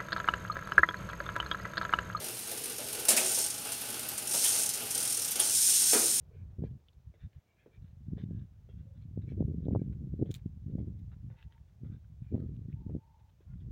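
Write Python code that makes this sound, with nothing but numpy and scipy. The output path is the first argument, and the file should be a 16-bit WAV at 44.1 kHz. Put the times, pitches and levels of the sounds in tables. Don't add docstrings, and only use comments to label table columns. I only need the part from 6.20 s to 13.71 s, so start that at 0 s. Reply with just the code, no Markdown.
import sys
import numpy as np
from scipy import signal
from scipy.fft import rfft, irfft, next_fast_len
from scipy.io import wavfile
from scipy.ndimage import uniform_filter1d

SR = 44100
rng = np.random.default_rng(int(sys.argv[2]) if len(sys.argv) > 2 else 0)


def pcm_store(signal):
    levels = np.round(np.clip(np.atleast_2d(signal), -1, 1) * 32767)
    wavfile.write(sys.argv[1], SR, levels.astype(np.int16).T)


N = 331191
T = np.arange(N) / SR

# (time [s], peak [dB], nominal half width [ms])
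BUFFETS = [(.233, -37.5, 2.56), (0.4227, -28, 1.1), (.439, -25, 0.78), (1.885, -29.5, 2.03),
           (1.934, -26, 1.45), (2.039, -31, 1.33), (2.1102, -35, .93), (2.976, -27, 0.94),
           (3.121, -33, 0.91), (3.1807, -32.5, 1.13), (3.2072, -19, 0.88), (3.2256, -26, 0.74),
           (3.251, -24, 3.3), (3.383, -27.5, 1.73), (3.457, -34, 0.99), (3.468, -26.5, 0.9),
           (3.4847, -21.5, 0.76), (3.51, -29, 0.72), (3.551, -20.5, .5), (3.5603, -21.5, 0.53),
           (3.6185, -25.5, 0.95), (3.94, -30, 1.07), (3.9976, -30.5, 0.92), (4.0199, -27.5, 0.98),
           (4.0264, -20, 0.93), (4.1053, -29.5, 1.11), (4.261, -25.5, 1.52), (4.465, -30, 1.98),
           (4.554, -26, 1.13), (4.583, -34.5, 0.86), (4.603, -32.5, 1.02), (5.635, -35, 1.36),
           (6.022, -31.5, 2.34), (6.1248, -26.5, 1.05), (6.144, -26, 0.89), (6.152, -25, 0.81),
           (6.180, -32.5, 0.78), (6.486, -31, 1.77), (6.543, -29.5, 2.4), (6.666, -29.5, 1.48),
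           (6.697, -35.5, 0.68), (6.7512, -26, 0.97), (6.7652, -26.5, 1.18)]
# (time [s], rumble level before lift [dB])
FLOW = [(0.0, -56.5), (0.4, -51), (0.62, -65.5), (1.04, -64), (1.21, -79), (1.5, -68.5), (1.67, -56.5),
        (2.07, -42), (2.26, -56.5), (2.8, -49), (3.09, -40.5), (3.45, -39.5), (4.01, -44), (4.26, -48),
        (4.45, -46), (4.63, -41), (5.05, -51), (5.2, -61.5), (5.45, -60.5), (5.8, -53.5), (6.02, -50.5),
        (6.23, -42.5), (6.62, -45.5), (6.83, -62), (7.23, -63.5), (7.5, -40.5)]
# (centre [s], length [s], level [dB], small-eddy share [dB])
PUFFS = [(0.231, 0.23, -46.5, -20), (.425, 0.098, -31.5, -7), (0.512, 0.15, -42.5, -17),
         (.78, 0.033, -48.5, -28), (0.883, 0.068, -45, -33), (1.05, .07, -40.5, -20),
         (1.174, .05, -47, -23), (1.625, 0.15, -47.5, -30), (1.938, .11, -40, -10),
         (2.166, 0.21, -39, -11.5), (2.579, .12, -42.5, -15.5), (2.993, 0.052, -36.5, -13),
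         (3.206, 0.072, -30, -7.5), (3.29, 0.12, -36, -8), (3.543, 0.13, -28.5, -6.5),
         (3.696, 0.12, -37.5, -9.5), (3.829, .08, -42, -7.5), (3.923, 0.072, -36, -13.5),
         (4.022, 0.073, -32.5, -4), (4.094, .07, -39, -8.5), (4.595, 0.29, -39, -6.5),
         (4.863, .12, -45, -22), (5.075, 0.17, -43, -16), (5.261, 0.042, -40, -19),
         (5.413, 0.041, -49.5, -28), (5.693, 0.2, -41.5, -11.5), (6.144, 0.071, -31.5, -5.5),
         (6.219, .09, -38, -4), (6.287, .08, -41, -9.5), (6.73, 0.14, -38.5, -7), (7.034, 0.037, -53, -30),
         (7.335, 0.17, -43.5, -18)]
# (frequency [Hz], gain [dB])
SWIRL_SPECTRUM = [(120, -21.5), (260, 4.5), (380, 2.5), (520, -10), (640, -18), (780, -33), (1100, -58),
                  (3000, -90)]
# (time [s], knock [dB], grit [dB])
HEEL_STRIKES = [(.439, -46, -81), (.939, -61, -73.5), (1.4599, -52.5, -75), (1.978, -53, -76),
                (2.489, -61, -70), (3.017, -69, -73.5), (3.528, -58, -75.5), (4.056, -50.5, -75.5),
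                (4.583, -52, -75), (5.107, -80, -76), (5.644, -62, -72.5), (6.157, -47.5, -78),
                (6.695, -55.5, -78), (7.205, -64.5, -77.5)]
# (frequency [Hz], gain [dB])
KNOCK_SPECTRUM = [(60, -10.5), (150, -6.5), (450, 6), (700, -10), (1200, -26.5), (2000, -29.5), (5000, -59)]
# (frequency [Hz], gain [dB])
GRIT_SPECTRUM = [(300, -23), (800, -8.5), (1100, -6), (1600, 2), (2000, -1), (2400, -3), (3050, -4.5),
                 (3600, -2), (4500, -20), (5800, -24), (8000, -39.5), (16000, -41)]
# (centre [s], length [s], level [dB], tilt [dB/octave])
SCUFFS = [(1.031, 0.093, -73, -1.5), (1.162, 0.14, -81.5, 1), (1.551, 0.062, -80, 0),
          (1.665, 0.14, -82.5, 0.5), (2, 0.063, -64, -1), (2.034, 0.028, -70, 4.5),
          (2.189, 0.19, -79, -2.5), (2.821, 0.079, -82, 1), (3.107, 0.057, -71.5, 3.5),
          (3.209, 0.021, -76, 3), (3.736, 0.027, -74.5, -3), (4.092, 0.085, -76.5, 1),
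          (4.184, .048, -76.5, -2), (4.796, 0.022, -79.5, 10), (4.932, 0.035, -65.5, -8.5),
          (5.135, 0.11, -69, -13), (5.209, .11, -69, 2.5), (5.331, .069, -75.5, 0), (5.667, .055, -77, -8),
          (5.737, 0.077, -74.5, -2.5), (5.85, .025, -79.5, -4), (6.199, .12, -81, 7),
          (6.355, 0.031, -76, 5), (7.306, 0.12, -76.5, -8), (7.416, 0.047, -79.5, 1)]
# (centre [s], length [s], level [dB])
SWISHES = [(0.176, 0.16, -78), (0.458, 0.064, -72), (1.309, .12, -81), (1.411, .11, -75),
           (1.55, 0.078, -74.5), (3.103, .088, -70.5), (3.613, .073, -77.5), (6.081, .14, -81.5)]
# (frequency [Hz], gain [dB])
CLOTH_SPECTRUM = [(500, -39), (1300, -23), (1650, -3.5), (1950, -17.5), (2350, 5), (2650, -14),
                  (3000, -13.5), (3600, -17), (4500, -27), (12000, -49.5)]
# (time [s], level [dB], centre frequency [Hz])
TICKS = [(.685, -48, 3240), (0.691, -58, 3130), (.732, -63.5, 3900), (3.526, -60, 2230),
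         (6.528, -52.5, 2360), (6.538, -62.5, 2600)]
# (time [s], peak [dB], mode gain above 5 kHz [dB], scrape [dB])
CASE_HITS = [(4.1086, -47, -2, -84), (4.1137, -43.5, -1, -54.5), (4.1418, -34.5, 2.5, -62),
             (4.1490, -43, -23, -51.5), (4.1565, -51, 6, -61)]
# (frequency [Hz], T60 [s], gain [dB])
CASE_MODES = [(2470, 0.011, -4.5), (3430, 0.0048, 5.5), (3600, 0.0089, -1), (7030, 0.0036, 5),
              (7500, .002, 1), (9700, 0.0021, 2.5), (14800, .003, 3)]
# (frequency [Hz], gain [dB])
SCRAPE_SPECTRUM = [(600, -12), (2000, -3.5), (4100, 2.5), (5000, -6), (7000, -5), (11000, -10.5),
                   (13300, -16), (15000, -1), (16500, -16)]
# (frequency [Hz], density before trim [dB/Hz])
HISS_SPECTRUM = [(30, -112), (100, -104), (250, -108), (500, -110), (800, -113), (1200, -117), (2000, -120),
                 (3700, -122), (4600, -125), (6300, -124), (8500, -131), (13500, -132), (15000, -126),
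                 (16000, -127)]
# (time [s], level [dB])
TRAFFIC_LEVEL = [(0, -75.5), (.3, -74.5), (.8, -85), (1.6, -81.5), (2.7, -84.5), (4, -89), (5.3, -84.5),
                 (7.5, -95.5)]
# (frequency [Hz], gain [dB])
TRAFFIC_SPECTRUM = [(100, -15), (280, -1), (430, -2), (620, -4.5), (850, -11.5), (1500, -20), (5000, -46)]
# (centre [s], length [s], frequency [Hz], level [dB])
WHINES = [(0.143, 0.11, 429, -66.5), (2.701, 0.2, 524, -74), (5.182, .16, 900, -77), (5.35, .21, 904, -79),
          (6.218, 0.098, 1260, -79), (6.634, 0.2, 893, -74.5), (6.94, .38, 890, -72)]

EDDY_WINDOW_S = 0.08


def buffets():
    out = np.zeros(N)
    for start_s, peak_db, half_ms in BUFFETS:
        thump = port(eddy(half_ms))
        add(out, start_s - EDDY_WINDOW_S / 2, thump * undb(peak_db) / np.abs(thump).max())
    return out


def eddy(half_ms, core_size=1.702, roundness=1.533, largest_eddy_hz=58):
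    n = int(EDDY_WINDOW_S * SR)
    hz = np.fft.rfftfreq(n, 1 / SR)
    core = np.exp(-(2 * np.pi * hz * half_ms / 1000 / core_size) ** roundness)
    shoulders = hz ** 2 / (hz ** 2 + largest_eddy_hz ** 2)
    dip = np.roll(irfft(core * shoulders, n), n // 2)
    return -dip / dip.max()


def port(pressure, cutoff_hz=79.8):
    return signal.sosfilt(signal.butter(2, cutoff_hz, "high", fs=SR, output="sos"), pressure)


def airflow(lift_db=1.16, flutter_db=0.5, flutter_s=0.045, fast_air_db=-38, fast_share_db=-8.5):
    flutter = np.interp(T, np.arange(200) * flutter_s, rng.standard_normal(200))
    flow_db = curve(FLOW) + lift_db + flutter_db * flutter
    share_db = fast_share_db - 0.82 * np.maximum(fast_air_db - flow_db, 0)
    energy = undb(flow_db) ** 2
    small_energy = energy * undb(share_db) ** 2
    for centre_s, length_s, level_db, puff_share_db in PUFFS:
        puff = swell(np.full(int(length_s * SR), undb(level_db))) ** 2
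        add(energy, centre_s - length_s / 2, puff)
        add(small_energy, centre_s - length_s / 2, puff * undb(puff_share_db) ** 2)
    return 10 * np.log10(energy), 10 * np.log10(small_energy / energy)


def turbulence(count=1300, jitter_s=0.004, width_spread=0.26, size_spread_db=4.5):
    flow_db, share_db = airflow()
    half_ms = np.clip(0.62 - 0.15 * share_db, 1.3, 3.8)
    draws = rng.standard_normal((count, 4))
    pressure = np.zeros(N)
    for time_s, (late, wide, size, side) in zip(np.linspace(0, T[-1], count), draws):
        dip = eddy(half_ms[int(time_s * (SR - 1))] * np.exp(width_spread * wide))
        pulse = np.sign(side) * dip * undb(size_spread_db * size)
        add(pressure, time_s + jitter_s * late - EDDY_WINDOW_S / 2, pulse)
    rumble = port(pressure)
    rumble /= running_rms(rumble)
    swirl = unit(colour(rng.standard_normal(N) * np.abs(rumble), SWIRL_SPECTRUM))
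    swirl_db = -2.5 + 1.86 * np.minimum(share_db, -4)
    return (rumble + swirl * undb(swirl_db)) * undb(flow_db)


def footsteps(attack_s=0.0014, knock_s=0.01, grit_s=0.024, ground_s=0.078, ground_db=-16):
    out, t = np.zeros(N), T[:SR // 5]
    attack = np.minimum(t / attack_s, 1)
    knock_decay = np.exp(-t / knock_s) + undb(ground_db) * np.exp(-t / ground_s)
    grit_decay = np.exp(-t / grit_s)
    for start_s, knock_db, grit_db in HEEL_STRIKES:
        knock = grains(0.2, KNOCK_SPECTRUM, patchy_db=3.5) * knock_decay
        grit = grains(0.2, GRIT_SPECTRUM, spread_db=2.5, tilt_db_oct=-1, patchy_db=6.5) * grit_decay
        add(out, start_s, (undb(knock_db) * knock + undb(grit_db) * grit) * attack)
    return out


def scuffs():
    out = np.zeros(N)
    for centre_s, length_s, level_db, tilt_db_oct in SCUFFS:
        slide = grains(length_s, GRIT_SPECTRUM, spread_db=3.5, tilt_db_oct=tilt_db_oct, patchy_db=4.5)
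        add(out, centre_s - length_s / 2, undb(level_db) * swell(slide))
    return out


def swishes():
    out = np.zeros(N)
    for centre_s, length_s, level_db in SWISHES:
        rub = grains(length_s, CLOTH_SPECTRUM, patchy_db=7)
        add(out, centre_s - length_s / 2, undb(level_db) * swell(rub))
    return out


def faint_scuffs(count=24, length_s=0.044, level_db=-82, range_db=2.5):
    out, gap_s = np.zeros(N), T[-1] / count
    for k, (late, long, size, tilt) in enumerate(rng.uniform(-1, 1, (count, 4))):
        stroke_s = length_s * 2 ** long
        stroke = grains(stroke_s, GRIT_SPECTRUM, spread_db=4, tilt_db_oct=4 * tilt, patchy_db=4.5)
        add(out, (k + late / 2) * gap_s, undb(level_db + range_db * size) * swell(stroke))
    return out


def case_clatter(detune_spread=0.02, scrape_decay_s=0.0105):
    out = np.zeros(N)
    for start_s, peak_db, upper_db, scrape_db in CASE_HITS:
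        detunes = 1 + detune_spread * rng.standard_normal(len(CASE_MODES))
        click = sum(undb(gain_db + upper_db * (hz > 5000)) * ring(hz * detune, t60_s)
                    for (hz, t60_s, gain_db), detune in zip(CASE_MODES, detunes))
        add(out, start_s, undb(peak_db) * click / np.abs(click).max())
        scrape = grains(1 / 12, SCRAPE_SPECTRUM, spread_db=3.5)
        decay = np.exp(-T[:len(scrape)] / scrape_decay_s)
        add(out, start_s, undb(scrape_db) * scrape * decay)
    return out


def ticks(t60_s=0.014):
    out = np.zeros(N)
    for start_s, level_db, hz in TICKS:
        add(out, start_s, undb(level_db) * (ring(hz * 0.95, t60_s) + ring(hz * 1.06, t60_s)) / 2)
    return out


def night_hiss(trim_db=-1):
    return colour(rng.standard_normal(N), HISS_SPECTRUM) * np.sqrt(SR / 2) * undb(trim_db)


def traffic():
    return unit(colour(rng.standard_normal(N), TRAFFIC_SPECTRUM)) * undb(curve(TRAFFIC_LEVEL))


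def whines(resonance_width_hz=81):
    out = np.zeros(N)
    for centre_s, length_s, hz, level_db in WHINES:
        b, a = signal.iirpeak(hz, hz / resonance_width_hz, fs=SR)
        band = signal.lfilter(b, a, signal.lfilter(b, a, rng.standard_normal(SR)))
        tone = unit(band[-int(length_s * SR):])
        add(out, centre_s - length_s / 2, undb(level_db) * swell(tone))
    return out


def grains(length_s, spectrum, spread_db=0, tilt_db_oct=0, patchy_db=0):
    n, slip_samples = 12288, 32
    noise = rng.standard_normal(n)
    slip_db = spread_db * np.repeat(rng.exponential(size=n // slip_samples), slip_samples)
    resonances = np.column_stack([np.geomspace(300, 16000, 60), patchy_db * rng.standard_normal(60)])
    slips = colour(noise * undb(slip_db), resonances)
    return unit(colour(slips, spectrum, tilt_db_oct)[:int(length_s * SR)])


def ring(hz, t60_s, attack_s=0.0003):
    t = T[:SR // 20]
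    return np.sin(2 * np.pi * hz * t) * np.exp(-np.log(1000) * t / t60_s) * (1 - np.exp(-t / attack_s))


def colour(x, spectrum, tilt_db_oct=0):
    size = next_fast_len(len(x))
    octave = np.log2(np.maximum(np.fft.rfftfreq(size, 1 / SR), 1))
    hz, db = np.transpose(spectrum)
    gain_db = np.interp(octave, np.log2(hz), db + tilt_db_oct * np.log2(hz / hz[0]))
    return irfft(rfft(x, size) * undb(gain_db), size)[:len(x)]


def swell(x):
    return x * np.sin(np.linspace(0, np.pi, len(x)))


def curve(rows):
    return np.interp(T, *np.transpose(rows))


def running_rms(x):
    power = uniform_filter1d(uniform_filter1d(x ** 2, size=1500), size=1500)
    return np.sqrt(np.abs(power) + 1e-14)


def unit(x):
    return x / np.sqrt(np.mean(x ** 2) + 1e-30)


def undb(db):
    return 10 ** (np.asarray(db) / 20)


def add(out, start_s, x):
    i = int(round(start_s * SR))
    x, i = x[max(-i, 0):], max(i, 0)
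    out[i:i + len(x)] += x[:max(len(out) - i, 0)]


def scene():
    wind = buffets() + turbulence()
    walker = footsteps() + scuffs() + swishes() + faint_scuffs()
    clicks = case_clatter() + ticks()
    background = night_hiss() + traffic() + whines()
    return (wind + walker + clicks + background)[None]


def record(dry, low_hz=30, top_hz=16000):
    bass_cut = signal.sosfiltfilt(signal.butter(2, low_hz, "high", fs=SR, output="sos"), dry)
    return signal.sosfilt(signal.ellip(10, 0.2, 70, top_hz, fs=SR, output="sos"), bass_cut)


dry = scene()
out = record(dry)
pcm_store(out)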